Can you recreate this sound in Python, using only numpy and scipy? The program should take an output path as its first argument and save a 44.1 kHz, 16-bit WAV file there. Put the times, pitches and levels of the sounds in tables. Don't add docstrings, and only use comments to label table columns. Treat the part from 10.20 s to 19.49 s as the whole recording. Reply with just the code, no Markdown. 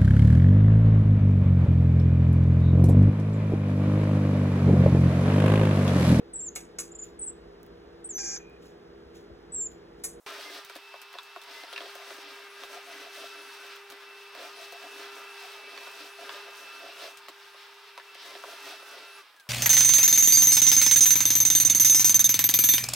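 import sys
import numpy as np
from scipy import signal
from scipy.fft import rfft, irfft, next_fast_len
from scipy.io import wavfile
from scipy.ndimage import uniform_filter1d

SR = 44100
rng = np.random.default_rng(int(sys.argv[2]) if len(sys.argv) > 2 else 0)


def digitize_waveform(pressure):
    field = np.atleast_2d(pressure).T
    bounded = np.clip(field, -1, 1)
    quanta = np.round(bounded * 32767).astype(np.int16)
    wavfile.write(sys.argv[1], SR, quanta)


N = 409688
T = np.arange(N) / SR
FFT_SIZE = next_fast_len(N + 8192)
FREQ = np.maximum(np.arange(FFT_SIZE // 2 + 1) * SR / FFT_SIZE, 1)
START_S, OFF_S = .0625, 9.01

# frequency in Hz, relative level in dB.
ROOM_COLOUR = [(30, -17), (120, -26), (230, -16.5), (500, -2), (1200, -1.5), (3000, -15), (8000, -11.5),
               (15000, -12.5)]
CRACK_COLOUR = [(150, -70), (1000, -35), (4000, -12), (6500, -1), (10000, -7), (16000, 3)]
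GRIT_COLOUR = [(1000, -25), (4000, -7), (9000, -1), (16000, 3)]
TICK_COLOUR = [(100, -60), (300, -42), (700, -24), (1500, 0), (4000, 19), (6500, 1.5), (9000, 3),
               (16000, -23)]
RUSH_COLOUR = [(30, -31), (130, -24.5), (210, -27), (290, -17), (360, -15), (430, 2), (520, -29),
               (760, -4.5), (950, -1), (1600, 2), (2150, -4), (2700, 1), (3600, -8), (9000, -46)]
HISS_COLOUR = [(200, -61), (800, -57), (1800, 0.5), (2600, -2), (3400, 3.5), (4200, 1.5), (5400, -0.5),
               (6200, -14.5), (7100, -39), (13000, -41)]
SPRAY_COLOUR = [(300, -45), (3000, -16), (6000, 7), (7000, -1), (8200, 1), (9600, -2), (11000, -3.5),
                (13000, -3.5), (15800, -4.5)]
# frequency in Hz, gain of the side signal in dB.
STEREO_WIDTH = [(50, -19), (150, -8), (270, -14.5), (400, -17), (700, -13.5), (1290, -14), (2380, -7.5),
                (4400, -7), (8120, -7.5), (15000, -5)]

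# pitch in Hz, width in Hz, relative level in dB.
TUBE_MODES = [(921, 115, 4.5), (1035, 26, 2), (1223, 37, 7), (1345, 35, 5.5), (1540, 200, -1.5),
              (2000, 66, 3.5), (2280, 54, 4), (3040, 120, -11), (3717, 72, 7.5)]
BOARD_MODES = [(263.6, 35.2, -1.5), (310.2, 24.3, 2)]
SHELL_MODES = [(402, 33, -2.5), (567, 53.5, -1.5), (620.5, 106, -4), (691.3, 31.4, 1)]
CAVITY_MODES = [(387, 83, 0.5), (533, 180, 1.5), (662, 128, 6)]
COVER_MODES = [(970, 110, 3), (1410, 380, -1.5)]
CLACK_MODES = [(1720, 93, 13), (2310, 710, 4.5), (3460, 1570, 3.5), (5060, 1300, -5)]

# time in seconds, level in dB.
HUM_LEVELS = [(0.08, -55.5), (0.43, -62), (1.39, -63.5), (1.49, -71), (1.54, -55), (4.67, -55.5),
              (4.81, -53), (5.68, -56), (6.3, -55), (6.35, -60), (8.04, -63), (8.14, -56.5), (8.83, -63.5),
              (8.98, -57.5)]
# multiple of the hum's pitch, relative level in dB.
HUM_HARMONICS = [(1, 0), (2, -14.5), (3, -14.5), (4, -12), (5, -13.5), (6, -19.5)]
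# time in seconds, pitch in Hz, level in dB.
MOTOR_WHINE = [(.56, 2606, -65), (.66, 2626, -54), (1.22, 2650, -57.5), (1.3, 2640, -68), (1.8, 2656, -61),
               (2.2, 2670, -61), (2.7, 2646, -59), (2.76, 2640, -59), (3.15, 2634, -50.5), (3.5, 2625, -55),
               (3.73, 2670, -65), (3.92, 2645, -55.5), (4.25, 2637, -56), (4.7, 2633, -54.5),
               (5.65, 2626, -52.5), (6.05, 2634, -56.5), (6.25, 2641, -54), (6.55, 2641, -53.5),
               (6.95, 2647, -56), (7.08, 2665, -69), (7.62, 2685, -69), (7.79, 2640, -56),
               (7.84, 2655, -70), (7.89, 2650, -52.5), (8.0, 2660, -66), (8.2, 2655, -60),
               (8.3, 2654, -56.5), (8.45, 2640, -53.5), (8.82, 2642, -58), (9.0, 2650, -54)]
# start in seconds, click level in dB, crack level in dB.
TICKS = [(0.4486, -48, -43), (0.497, -47.5, -53), (0.5544, -47, -47), (0.5647, -44, -55),
         (0.817, -46.5, -45), (0.929, -51, -52), (1.0322, -54, -52), (1.216, -48, -52), (1.236, -51, -58),
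         (1.5286, -45, -49), (1.753, -48, -47), (2.436, -45, -54), (2.45, -49, -56), (3.5605, -53, -50),
         (3.701, -45, -45), (3.712, -53, -53), (3.721, -49, -51), (4.1486, -50, -53), (4.5236, -45, -48),
         (6.9726, -46, -53), (6.984, -52, -57), (7.085, -49, -48), (7.0904, -47, -50), (7.7765, -52, -57),
         (7.947, -49, -55), (9.1633, -59, -68), (9.1985, -51, -60), (9.205, -58, -64)]
# start in seconds, pitch in Hz, level in dB.
SNAPS = [(0.986, 3570, -36.5), (1.534, 3500, -39), (1.562, 2700, -35), (1.579, 2600, -37.5),
         (1.606, 3250, -41)]
# start in seconds, then base levels in dB of the cavity, thud, cover and clack.
KNOCKS = [(0.298, -46.5, -70, -50, -48), (0.498, -49, -63, -41.5, -50), (0.558, -43, -47, -52, -48),
          (0.565, -63, -49, -59, -57), (0.74, -42.5, -68, -43.5, -52), (0.94, -53, -61, -44, -45.5),
          (0.953, -44, -59, -47, -53), (0.986, -60, -78, -39.5, -42), (1.162, -40, -57, -36.5, -48),
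          (1.436, -45, -49, -54, -46), (1.528, -42.5, -57, -47, -41.5), (1.561, -57, -63, -47, -41),
          (1.578, -51, -58, -38, -36), (1.606, -42, -49, -46, -48), (1.616, -52, -71, -40.5, -53),
          (1.658, -46, -62, -46, -50), (1.7543, -42.5, -63, -45, -53), (1.906, -43, -68, -46, -45),
          (1.983, -54, -47, -53, -52), (2.4353, -43, -52, -40, -42), (3.724, -56, -52, -58, -50),
          (4.15, -46, -58, -45, -47), (4.175, -48, -52, -57, -54), (4.19, -44.5, -68, -60, -46),
          (4.524, -43, -63, -68, -52), (5.576, -53, -65, -40, -41), (5.671, -44, -59, -40.5, -50),
          (6.093, -46, -64, -37, -37.5), (6.821, -44, -62, -42.5, -53), (6.847, -47, -67, -55, -55),
          (7.084, -48.5, -52, -40.5, -45), (7.094, -56, -52, -55, -57), (7.344, -51.5, -71, -47, -60),
          (7.777, -46, -62, -38, -43), (7.798, -60, -76, -49, -47), (7.952, -51, -61, -59, -46.5),
          (8.152, -43.5, -48, -52, -45), (8.238, -41.5, -68, -35.5, -54), (8.625, -47, -69, -51, -56),
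          (9.143, -63.5, -71, -59, -64), (9.268, -64, -74.5, -55, -66), (9.281, -62, -77, -54, -64)]
# start and length in seconds, pitch in Hz, level in dB.
HOOTS = [(1.643, 0.036, 640, -51), (1.785, 0.055, 692, -52), (2.556, 0.048, 692, -49.5),
         (2.668, 0.072, 695, -50.5), (2.843, 0.059, 685, -51.5), (2.96, 0.048, 661, -51),
         (4.22, .075, 685, -50), (4.372, .06, 691, -54), (4.529, .06, 688, -50), (4.612, .064, 688, -45.5),
         (5.204, 0.072, 712, -51.5), (5.975, .07, 680, -49), (6.641, .07, 675, -52.5),
         (8.499, 0.057, 693, -51), (8.737, .06, 690, -57)]
# start and length in seconds, first and last pitch in Hz, level in dB.
GAP_WHISTLES = [(0.244, 0.072, 2080, 2060, -49.5), (1.316, 0.14, 2000, 2094, -51.5),
                (1.464, 0.117, 1343, 1424, -54), (2.056, 0.27, 1660, 1580, -58),
                (2.169, 0.16, 2190, 2140, -58), (2.308, .17, 1600, 1670, -59), (3.37, 0.1, 1510, 1540, -53),
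                (4.219, .06, 2400, 2370, -53), (4.769, 0.4, 1375, 1335, -53.5),
                (4.93, 0.29, 1680, 1570, -57), (4.96, .17, 2413, 2400, -60), (5.04, .11, 2650, 2730, -55),
                (5.417, 0.11, 2290, 2310, -55.5), (5.5, .33, 2410, 2410, -59),
                (6.36, 0.36, 1351, 1377, -55.5), (6.67, .16, 2760, 2950, -57), (6.7, .14, 1400, 1483, -57),
                (8.032, 0.15, 2020, 2120, -56), (8.057, 0.1, 1020, 1044, -57),
                (8.28, 0.096, 1390, 1370, -55), (8.43, 0.052, 1880, 1870, -53),
                (8.46, 0.086, 2560, 2530, -54), (8.67, .12, 1490, 1410, -55),
                (8.781, 0.16, 1374, 1378, -55), (8.97, 0.058, 1200, 1160, -53)]
# start and length in seconds, first and last pitch in Hz, bend midway in Hz, level in dB.
THIN_TONE_FLARES = [(1.47, .14, 10300, 10200, 0, -68), (1.83, .22, 10280, 10400, 60, -73),
                    (2.28, .13, 10400, 10280, 60, -66), (2.63, 0.13, 10200, 10300, 0, -66),
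                    (2.91, 0.12, 10220, 10350, 0, -66), (3.14, .19, 10170, 10300, 90, -65),
                    (3.35, .1, 10250, 9950, 0, -71), (3.829, .3, 10630, 10520, 0, -74),
                    (4.345, 0.063, 10450, 10120, 60, -65), (4.69, .11, 10150, 10220, 50, -65),
                    (5.07, .08, 10430, 10320, 0, -65), (5.13, .05, 10320, 10480, 0, -69),
                    (5.39, .16, 10220, 10290, 60, -70), (5.57, .16, 10230, 10280, 30, -72),
                    (5.88, .21, 10170, 10400, -50, -66), (6.13, .15, 10340, 10260, 0, -73),
                    (6.49, .1, 10300, 10330, 50, -67), (6.76, .11, 10180, 10200, 90, -66),
                    (7.29, .12, 10440, 10400, 30, -72), (8.235, 0.18, 10160, 10200, 100, -66),
                    (8.519, .19, 10130, 10190, 130, -69), (8.73, .08, 10230, 10380, 40, -69),
                    (8.85, 0.19, 10230, 10200, 90, -67)]
# middle and length in seconds, then rise of the hiss, shell rattle and floor rumble in dB.
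STROKES = [(0.12, 0.65, 7, -54, -63.5), (0.364, 0.13, 4.5, -50.5, -59.5), (1.355, 0.18, 5.5, -65, -77),
           (1.642, 0.2, 4, -53, -66.5), (1.916, 0.27, 5, -53, -67), (2.087, 0.23, 3.5, -67, -65),
           (2.419, 0.071, 1.5, -57, -65), (2.545, 0.15, 5.5, -52.5, -64.5), (2.74, 0.24, 3, -65, -62),
           (2.85, .12, 3, -57, -66), (3.009, 0.22, 5, -57, -63.5), (3.215, 0.37, .5, -67, -68),
           (3.46, 0.23, -0.5, -64, -81), (3.63, 0.13, -2, -80, -90), (3.731, 0.097, 2, -58, -60),
           (4.233, 0.22, 7, -54, -63.5), (4.416, 0.2, 5, -55.5, -78), (4.638, 0.13, 4, -57, -63),
           (4.803, 0.27, 4, -55, -63), (4.983, 0.19, 3, -57.5, -67), (5.24, 0.22, 3.5, -64, -93),
           (5.564, 0.39, 2.5, -58.5, -75), (5.824, 0.2, 6, -57.5, -67), (6.026, 0.13, 5, -52, -67.5),
           (6.142, 0.17, 5, -53.5, -67), (6.279, 0.066, -0.5, -54, -70), (6.429, 0.18, 2.5, -65, -68),
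           (6.663, 0.23, 3.5, -60, -64), (6.838, 0.19, 5, -50.5, -75), (7.399, 0.16, 2, -76, -88),
           (8.102, 0.31, 4, -64, -70), (8.313, 0.21, 5, -54.5, -70), (8.49, 0.19, 5, -58, -61),
           (8.771, 0.22, 4.5, -57, -71)]
# start and end in seconds, share of the head on it from 0 to 1.
RUG_VISITS = [(.42, 1.25, 1), (3.57, 4.14, .85), (6.96, 8.0, .95)]
# time in seconds, base level in dB.
RUSH_LEVELS = [(.07, -45), (.25, -51), (1.12, -51), (1.6, -50.5), (2.3, -50), (2.8, -49.5), (3.15, -51),
               (3.45, -49.5), (4.0, -50.5), (4.4, -51.5), (5.0, -49), (5.95, -51), (6.16, -46.5),
               (6.4, -50), (7.3, -52), (8.4, -51), (8.9, -52.5)]


def undb(db):
    return 10 ** (np.asarray(db) / 20)


def unit(x):
    return x / np.sqrt(np.mean(x ** 2))


def curves(table):
    times, *columns = np.transpose(table)
    return [np.interp(T, times, column) for column in columns]


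def colour(points):
    hz, db = np.transpose(points)
    return undb(np.interp(np.log(FREQ), np.log(hz), db))


def resonance(hz, width):
    return 1 / (1 + 1j * (FREQ ** 2 - hz ** 2) / (FREQ * width))


def ring(modes):
    return sum((-1) ** k * undb(db) * resonance(hz, width) for k, (hz, width, db) in enumerate(modes))


def low_cut(hz, order):
    return signal.freqs(*signal.butter(order, 1, "high", analog=True), FREQ / hz)[1]


def shape(x, response):
    return irfft(rfft(x, FFT_SIZE) * response, FFT_SIZE)[..., :N]


def wander(per_second):
    hold = max(int(SR / per_second), 1)
    steps = np.repeat(rng.standard_normal(N // hold + 1), hold)
    return 1.344 * uniform_filter1d(uniform_filter1d(steps, hold), hold)[:N]


def noise():
    return rng.standard_normal((2, N))


def blows(times, levels_db, rattle_s, response, strike):
    count = 4096
    out = np.zeros((2, N + count))
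    t = np.arange(count) / SR
    ringing = irfft(response, FFT_SIZE)[None, :count]
    for start, db in zip(*np.broadcast_arrays(times, levels_db)):
        chatter = rng.standard_normal((2, count)) * np.exp(-t / rattle_s)
        chatter[0, 0] += strike
        hit = signal.fftconvolve(chatter, ringing, axes=1)[:, :count]
        loudest = np.sqrt(uniform_filter1d(hit ** 2, 132).max(axis=1, keepdims=True))
        out[:, int(start * SR):int(start * SR) + count] += hit / loudest * undb(db)
    return out[:, :N]


def chirp(start, length, first_hz, last_hz, db, rough_hz, bend_hz=0):
    out, count = np.zeros((2, N)), int(length * SR)
    shake, drift = uniform_filter1d(rng.standard_normal((2, SR)), 220, axis=1)[:, :count] * np.sqrt(220)
    arch = np.sin(np.linspace(0, np.pi, count)).clip(0)
    hz = np.linspace(first_hz, last_hz, count) + bend_hz * arch + rough_hz * shake
    phase = 2 * np.pi * np.cumsum(hz) / SR
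    swell = np.sqrt(2) * undb(db) * arch ** .6
    mid_side = np.array([np.sin(phase), .5 * np.sin(phase + drift)])
    out[:, int(start * SR):int(start * SR) + count] = swell * mid_side
    return out


def tone(hz, waver_db, side_db):
    phase = 2 * np.pi * np.cumsum(hz) / SR
    mid = np.sin(phase) * undb(waver_db * wander(12))
    side = undb(side_db) * np.sin(phase + 2 * wander(3))
    return np.sqrt(2) * np.array([mid, side])


def room_air():
    return unit(shape(noise(), colour(ROOM_COLOUR))) * undb(-66)


def room_echo(x, echo_db, fade_s):
    t = np.arange(SR // 2) / SR
    tail = rng.standard_normal((2, len(t))) * np.exp(-np.log(1000) * t / fade_s) * (t > .005)
    tail /= np.sqrt(np.sum(tail ** 2, axis=1, keepdims=True))
    return x + undb(echo_db) * signal.fftconvolve(x, tail, axes=1)[:, :N]


def grit(grains=26):
    times = rng.uniform(START_S, OFF_S, size=grains)
    levels_db = rng.normal(-61, 6, size=grains)
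    return blows(times, levels_db, rattle_s=.001, response=colour(GRIT_COLOUR), strike=6)


def ticks():
    times, click_db, crack_db = np.transpose(TICKS)
    clicks = blows(times, click_db, rattle_s=.0054, response=colour(TICK_COLOUR), strike=3.1)
    cracks = blows(times, crack_db, rattle_s=.0017, response=colour(CRACK_COLOUR), strike=3.2)
    return clicks + cracks


def snaps():
    return sum(blows([start], db, rattle_s=.003, response=resonance(hz, 420) * resonance(hz, 2600),
                     strike=5) for start, hz, db in SNAPS)


def knocks(rattle_s=.0021, strike=9):
    times, cavity_db, thud_db, cover_db, clack_db = np.transpose(KNOCKS)
    hollow = ring(CAVITY_MODES) * low_cut(345, order=5) * resonance(490, 1200)
    cavity = blows(times, cavity_db + .5, rattle_s, hollow, strike)
    thud = blows(times, thud_db - 2.5, rattle_s, resonance(307, 47) * low_cut(255, order=4), strike)
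    cover = blows(times, cover_db, rattle_s, ring(COVER_MODES) * low_cut(760, order=3), strike)
    clack = blows(times, clack_db + 2.5, rattle_s, ring(CLACK_MODES) * resonance(2500, 5900), strike / 2)
    return cavity + thud + cover + clack


def hoots():
    catches = unit(undb(4 * wander(170)))
    return catches * sum(chirp(start, length, hz, hz, db, rough_hz=48) for start, length, hz, db in HOOTS)


def thin_tone():
    flutter = unit(undb(3 * wander(70)))
    return flutter * sum(chirp(start, length, first, last, db, rough_hz=58, bend_hz=bend)
                         for start, length, first, last, bend, db in THIN_TONE_FLARES)


def gap_whistles():
    return sum(chirp(start, length, first, last, db, rough_hz=.33 * np.sqrt(first))
               for start, length, first, last, db in GAP_WHISTLES)


def power():
    return np.exp(-np.maximum(T - OFF_S, 0) / .0053)


def motor_speed(slowing_per_s=3.3):
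    return 1 / (1 + slowing_per_s * np.maximum(T - OFF_S, 0))


def motor_hum(pitch_hz=400.7):
    level_db, = curves(HUM_LEVELS)
    hz = pitch_hz * (1 + .0015 * wander(10))
    hum = sum(undb(db) * tone(k * hz, waver_db=.8 if k == 1 else 3, side_db=-16)
              for k, db in HUM_HARMONICS)
    return hum * undb(level_db) * power()


def motor_whine(housing_hz=1630, housing_width_hz=180):
    powered_hz, level_db = curves(MOTOR_WHINE)
    wobble = .001 + .01 * (1 - power())
    hz = powered_hz * (1 + wobble * wander(90)) * motor_speed()
    whine = tone(hz, waver_db=1.5, side_db=-17)
    octave = undb(-25) * tone(2 * hz, waver_db=3.5, side_db=-8)
    near_housing = np.exp(-((hz - housing_hz) / housing_width_hz) ** 2)
    coasting = undb(-23 + 17 * near_housing + 2 * wander(80))
    return (whine + octave) * undb(level_db) * np.maximum(power(), coasting)


def strokes(sharpness=1.21):
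    rise_db = wander(14)
    shell_gain, boards_gain = np.zeros((2, N))
    for middle, length, hiss_db, shell_db, boards_db in STROKES:
        during = np.abs(T - middle) < length / 2
        speed = np.cos(np.pi * (T[during] - middle) / length) ** sharpness
        rise_db[during] += speed * hiss_db
        shell_gain[during] += speed ** 2 * undb(shell_db)
        boards_gain[during] += speed ** 2 * undb(boards_db)
    return rise_db, shell_gain, boards_gain


def on_rug(crossing_s=.063):
    return sum(share * np.clip(np.minimum(T - start, end - T) / crossing_s + .5, 0, 1)
               for start, end, share in RUG_VISITS)


def rolling(shell_gain, boards_gain, rug):
    shell_filter = ring(SHELL_MODES) * low_cut(370, order=4)
    shell_filter *= colour([(750, -27.5), (1100, -7), (3000, -25)])
    board_filter = ring(BOARD_MODES) * low_cut(259, order=8) * colour([(340, -18.5), (600, 8)])
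    beam_filter = colour([(25, -8), (45, -5), (110, -6), (170, -3), (240, 0), (500, -34)])
    shell = unit(shape(noise() * undb(2.4 * wander(70)), shell_filter))
    jolts = noise() * undb(2.6 * wander(50))
    floor = unit(shape(jolts, board_filter)) + undb(-20) * unit(shape(jolts, beam_filter))
    idle = undb(-7.5 * rug + 2.8 * wander(10)) * motor_speed() ** 4
    return shell * (shell_gain + idle * undb(-64)) + floor * (boards_gain + idle * undb(-75.5))


def floor_bounce(x, lag_ms, swing):
    samples = np.arange(N)
    lag = lag_ms * SR / 1000 * np.exp(swing * wander(2))
    return x + .33 * np.array([np.interp(samples - lag, samples, channel) for channel in x])


def tube_rush():
    plain = colour(RUSH_COLOUR)
    eddies = shape(noise(), plain)
    ringing = sum(shape(eddies, resonance(hz, width)) * undb(db + 1.9 * wander(7))
                  for hz, width, db in TUBE_MODES)
    rush = unit(floor_bounce(shape(noise(), plain) + ringing, lag_ms=5.5, swing=.14))
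    coasting = undb(-1.5) * shape(rush, low_cut(720, order=5))
    return power() * rush + (1 - power()) * coasting


def suction(rise_db, rug):
    rush_db, = curves(RUSH_LEVELS)
    rush = tube_rush()
    hiss = shape(noise() * undb(1.2 * wander(16)), colour(HISS_COLOUR))
    hiss = unit(floor_bounce(hiss, lag_ms=3, swing=.1))
    spray = unit(shape(noise() * undb(1.3 * wander(600) + 1.16 * wander(25)), colour(SPRAY_COLOUR)))
    speed = motor_speed()
    rush *= undb(rush_db + .38 * rise_db - 1.5 * rug) * speed ** 2
    hiss *= undb(-54.5 + rise_db - 2 * rug) * speed ** 2.7
    spray *= undb(-60 + .98 * rise_db - 5 * rug) * speed ** 12
    flutter = undb(.5 * wander(35))
    return flutter * (rush + hiss + spray)


def scene():
    rise_db, shell_gain, boards_gain = strokes()
    rug = on_rug()
    air = suction(rise_db, rug)
    air[1] += .079 * wander(1.8) * air[0]
    head = rolling(shell_gain, boards_gain, rug) + gap_whistles() + thin_tone() + hoots()
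    cut_in = np.clip((T - START_S) / .00023, 0, 1)
    cleaner = (air + head + motor_hum() + motor_whine()) * cut_in
    background = room_air()
    hits = room_echo(knocks() + snaps() + ticks() + grit(), echo_db=-5.5, fade_s=.054)
    mid, side = background + hits + cleaner
    side = shape(side, colour(STEREO_WIDTH))
    return np.array([mid + side, mid - side])


def record(dry):
    top_hz = 15900
    return signal.sosfilt(signal.ellip(10, .2, 70, top_hz, fs=SR, output="sos"), dry)


dry = scene()
out = record(dry)
digitize_waveform(out)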